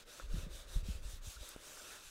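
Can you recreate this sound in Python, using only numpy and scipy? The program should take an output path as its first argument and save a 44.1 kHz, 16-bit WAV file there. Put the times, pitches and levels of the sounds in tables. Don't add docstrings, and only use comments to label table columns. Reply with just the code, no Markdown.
import sys
import numpy as np
from scipy import signal
from scipy.fft import rfft, irfft, next_fast_len
from scipy.io import wavfile
from scipy.ndimage import map_coordinates

SR = 44100
rng = np.random.default_rng(int(sys.argv[2]) if len(sys.argv) > 2 else 0)


def to_wav(sig):
    pcm = np.clip(np.atleast_2d(sig), -1, 1) * 32767
    pcm = np.round(pcm).astype(np.int16)
    wavfile.write(sys.argv[1], SR, pcm.T)


N = 92610
T = np.arange(N) / SR
TOP_HZ = 15780


def amp(db):
    return 10 ** (np.asarray(db) / 20)


def unit(x):
    return x / np.sqrt(np.mean(x ** 2) + 1e-20)


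def decay(t, t60):
    return 1000 ** (-t / t60)


def filtered(x, response):
    size = next_fast_len(len(x) + 8192)
    return irfft(rfft(x, size) * response(np.fft.rfftfreq(size, 1 / SR)), size)[:len(x)]


def coloured(x, spectrum):
    f, db = np.transpose(spectrum)
    return unit(filtered(x, lambda hz: amp(np.interp(np.log(hz + 1), np.log(f + 1), db))))


def wobble(per_s):
    return map_coordinates(rng.standard_normal(1024), [T * per_s], mode="mirror")


def fuzzy_tone(hz, width_hz):
    a, b = (unit(filtered(rng.standard_normal(N), lambda f: 1 / (1 + (f / width_hz) ** 2)))
            for _ in range(2))
    phase = 2 * np.pi * np.cumsum(hz) / SR
    return unit(a * np.cos(phase) + b * np.sin(phase))


def add(track, start_s, sound):
    part = track[round(start_s * SR):][:len(sound)]
    part += sound[:len(part)]


def shifting_contact(x, depth_db=2, patch_hz=353.4, patch_s=0.05):
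    hz, t, spectrogram = signal.stft(x, SR, nperseg=512)
    grid = np.meshgrid(hz / patch_hz, t / patch_s, indexing="ij")
    patches = map_coordinates(rng.standard_normal((128, 128)), grid, mode="mirror")
    return signal.istft(spectrogram * amp(depth_db * patches), SR, nperseg=512)[1][:N]


def friction(spectrum, catches_per_s=5000, catch_share=0.29):
    catches = unit(rng.standard_normal(N) * (rng.random(N) < catches_per_s / SR))
    slips = rng.standard_normal(N)
    grains = np.sqrt(catch_share) * catches + np.sqrt(1 - catch_share) * slips
    return coloured(shifting_contact(grains), spectrum)


def rubbing():
    # turn t/s, speed in the turn/0-1, fastest moment/0-1,
    # level offsets/dB of hiss, treble, rasp, scrape and body, top zip f/Hz
    strokes = [(-.06, 0.23, 0.15, 1.5, -3.5, 2, -3, 2, 6000), (.048, 0.06, .42, 0, -2, 0, -2.5, -2, 6290),
               (.28, 0.27, 0.49, 1, -2.5, 1, 2.5, 5, 6577), (.487, 0.22, 0.41, -1.5, -1.5, 2, -3, 4, 6080),
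               (.662, 0.31, 0.54, -2.5, 0.5, 1.5, 1, 1, 6000), (0.829, 0.18, 0.32, 2, -2, 0, -6, 3, 5470),
               (1.011, 0.27, 0.45, -2.5, -0.5, -0.5, -1, -2, 6410),
               (1.207, 0.13, 0.55, 2, 4, 1.5, -3.5, -9, 7640), (1.386, .45, 0.5, 1, 1, 2, 0.5, -1.5, 6430),
               (1.573, 0.32, 0.72, 0.5, 1.5, -2.5, 1, 1, 6650),
               (1.785, 0.9, 0.66, 2.5, 1, 0.5, 3.5, 4.5, 6040),
               (2.015, 0.64, 0.28, -1, -2, -2, -5.5, -14, 7520)]
    # f/Hz, relative level/dB
    body_spectrum = [(120, -21), (280, -4.5), (430, -2), (590, 2), (740, -14), (1300, -33)]
    scrape_spectrum = [(500, -31), (800, -7.5), (1030, -4.5), (1300, 1), (1520, 1.5), (2000, -7),
                       (3500, -31)]
    rasp_spectrum = [(2400, -22), (3200, -11.5), (3550, -1.5), (3900, -3), (4300, -11), (5500, -36)]
    hiss_spectrum = [(1200, -7), (2100, -6.5), (2600, 1), (3150, -2.5), (3650, -7.5), (4500, -4.5),
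                     (6300, -4), (9000, -14), (15500, -21.5)]
    treble_spectrum = [(2500, -40), (4500, -4.5), (6400, -2.5), (7900, 0), (9000, -3), (11500, -7),
                       (14000, -11), (16000, -15.5)]
    last_turn_s = 2.14
    turn_s, turn_speed, fastest, *colours = np.transpose(strokes)
    fastest_s = turn_s + fastest * np.diff(np.r_[turn_s, last_turn_s])
    marks_s = np.sort(np.r_[turn_s, fastest_s, last_turn_s])
    phase = np.interp(T, marks_s, np.arange(len(marks_s))) * np.pi / 2
    arch = np.abs(np.sin(phase)) ** 0.82
    loop_speed = np.interp(T, turn_s, turn_speed)
    speed = np.sqrt(loop_speed ** 2 + (1 - loop_speed ** 2) * arch ** 2)
    hiss_db, treble_db, rasp_db, scrape_db, body_db, zip_hz = (
        np.interp(T, fastest_s, column) for column in colours)

    hiss = amp(-60 + hiss_db) * speed ** 0.83 * friction(hiss_spectrum)
    treble = amp(-58.5 + treble_db) * speed ** 1.41 * friction(treble_spectrum)
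    rasp = amp(-63 + rasp_db) * speed * friction(rasp_spectrum)
    dig_db = 2.5 * (0.5 - loop_speed) * np.sin(2 * phase)
    scrape_db += dig_db + wobble(per_s=35.44)
    scrape = amp(-64 + scrape_db) * speed ** 0.51 * friction(scrape_spectrum)
    body = amp(-66 + body_db) * speed ** 0.46 * friction(body_spectrum)
    thread_hz = zip_hz * speed
    weave_zip = amp(-67.5 + treble_db) * speed * fuzzy_tone(thread_hz, width_hz=270)
    flutter_db = 0.72 * wobble(per_s=70)
    return (hiss + treble + rasp + weave_zip) * amp(flutter_db) + scrape + body


def room_tone():
    # f/Hz, relative level/dB
    spectrum = [(20, 2.5), (100, -8.5), (250, -15), (550, -15), (800, -23), (1400, -20.5), (3000, -25),
                (8000, -35), (16000, -38)]
    return amp(-68) * coloured(rng.standard_normal(N), spectrum)


def desk_rumble(trim_db=-3.5):
    # t/s, level/dB before the trim
    shake = [(0.0, -66), (0.2, -71), (0.24, -44), (0.3, -44.5), (0.33, -33), (0.64, -53), (0.74, -46),
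             (0.77, -36.5), (0.81, -40), (1.3, -46.5), (1.34, -68), (1.36, -49), (1.43, -59), (1.46, -61),
             (1.74, -73), (2.1, -57)]
    # f/Hz, relative level/dB
    spectrum = [(10, -10), (24, 10), (48, 2), (70, -9), (100, -15), (180, -26), (300, -29.5), (430, -29.5),
                (700, -45), (1500, -110)]
    level_db = np.interp(T, *np.transpose(shake)) + trim_db
    return amp(level_db) * coloured(rng.standard_normal(N), spectrum)


def desk_thuds(attack_s=0.005):
    # t/s, peak level/dB, f/Hz, t60/s
    thuds = [(0.237, -43, 53.7, 0.11), (0.331, -31.5, 40, 0.15), (0.341, -36, 149, 0.034),
             (.367, -43.5, 176, 0.021), (.38, -37.5, 74, 0.074), (0.43, -45, 129.6, 0.045),
             (0.465, -42, 171, 0.036), (.512, -45.5, 48, 0.17), (.6, -55, 49, 0.22),
             (0.758, -27.5, 37.56, 0.12), (.763, -37.5, 130, 0.05), (.828, -39, 69.7, .08),
             (0.885, -37, 183, 0.032), (.89, -32.5, 58.4, 0.102), (0.952, -39.5, 60, .08),
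             (1.05, -36, 44.2, 0.13), (1.133, -44.5, 69, 0.078), (1.271, -40.5, 76, 0.069),
             (1.368, -45, 50, 0.082), (1.41, -41.5, 47.7, 0.066)]
    out, t = np.zeros(N), T[:SR // 4]
    attack = 1 - np.exp(-t / attack_s)
    for start_s, db, hz, t60 in thuds:
        ring = np.sin(2 * np.pi * hz * t) * decay(t, t60) * attack
        add(out, start_s, -amp(db) * ring / np.abs(ring).max())
    return out


def hollow_knock(attack_s=0.0004):
    # t/s, level/dB
    knocks = [(.198, -39)]
    # f/Hz, relative level/dB, t60/s
    modes = [(532, 0.5, 0.022), (1180, -5.5, 0.015), (1340, -2, 0.021), (1740, -15, .02)]
    out, t = np.zeros(N), T[:SR // 8]
    attack = 1 - np.exp(-t / attack_s)
    for start_s, db in knocks:
        ring = sum(amp(mode_db + rng.normal(0, 1)) * decay(t, t60) * np.cos(2 * np.pi * hz * t)
                   for hz, mode_db, t60 in modes)
        add(out, start_s, amp(db) * ring * attack)
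    return out


def squeaks():
    # middle t/s, level/dB, f/Hz, half length/s, width/Hz
    bursts = [(0.215, -60, 1550, 0.0082, 170), (.226, -58.5, 1080, 0.0033, 130),
              (1.37, -57, 1400, 0.0047, 90), (1.433, -55.5, 560, 0.0034, 139.7),
              (1.775, -57, 1345, 0.0036, 170), (1.798, -54.5, 1500, 0.0043, 140)]
    out = np.zeros(N)
    for middle_s, db, hz, half_s, width_hz in bursts:
        swell = np.exp(-0.5 * ((T - middle_s) / half_s) ** 2)
        out += amp(db) * swell * fuzzy_tone(np.full(N, hz), width_hz)
    return out


def snag_ticks(width_octaves=0.45):
    # t/s, peak level/dB, centre f/Hz
    snags = [(1.4893, -41, 7500), (1.491, -35, 11500), (1.564, -46, 7500)]
    out, t = np.zeros(N), T[:SR // 50]
    for start_s, db, centre_hz in snags:
        def band(hz):
            octaves = np.log2((hz + 1) / centre_hz)
            return np.exp(-0.5 * (octaves / width_octaves) ** 2) * (hz < TOP_HZ)
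        burst = rng.standard_normal(len(t)) * decay(t, t60=0.0025)
        snap = filtered(burst, band)
        add(out, start_s, amp(db) * snap / np.abs(snap).max())
    return out


def dull_tap(start_s=1.5628, level_db=-38.2, push_hz=440, ring_hz=283.7):
    # f/Hz, relative level/dB
    crack_spectrum = [(800, 13), (2500, -12), (5000, -20)]
    out, t = np.zeros(N), T[:SR // 8]
    push = np.sin(2 * np.pi * push_hz * t) * decay(t, t60=0.006)
    ring = np.sin(2 * np.pi * ring_hz * t) * decay(t, t60=0.086)
    crack = coloured(rng.standard_normal(len(t)), crack_spectrum) * decay(t, t60=0.005)
    tap = push / push.max() + amp(-21) * ring + amp(-9.5) * crack
    add(out, start_s, -amp(level_db) * tap)
    return out


def scene():
    mono = rubbing() + squeaks() + desk_rumble() + desk_thuds()
    mono += hollow_knock() + dull_tap() + snag_ticks() + room_tone()
    return np.array([mono, mono])


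def record(dry):
    return np.array([filtered(channel, lambda hz: hz < TOP_HZ) for channel in dry])


dry = scene()
out = record(dry)
to_wav(out)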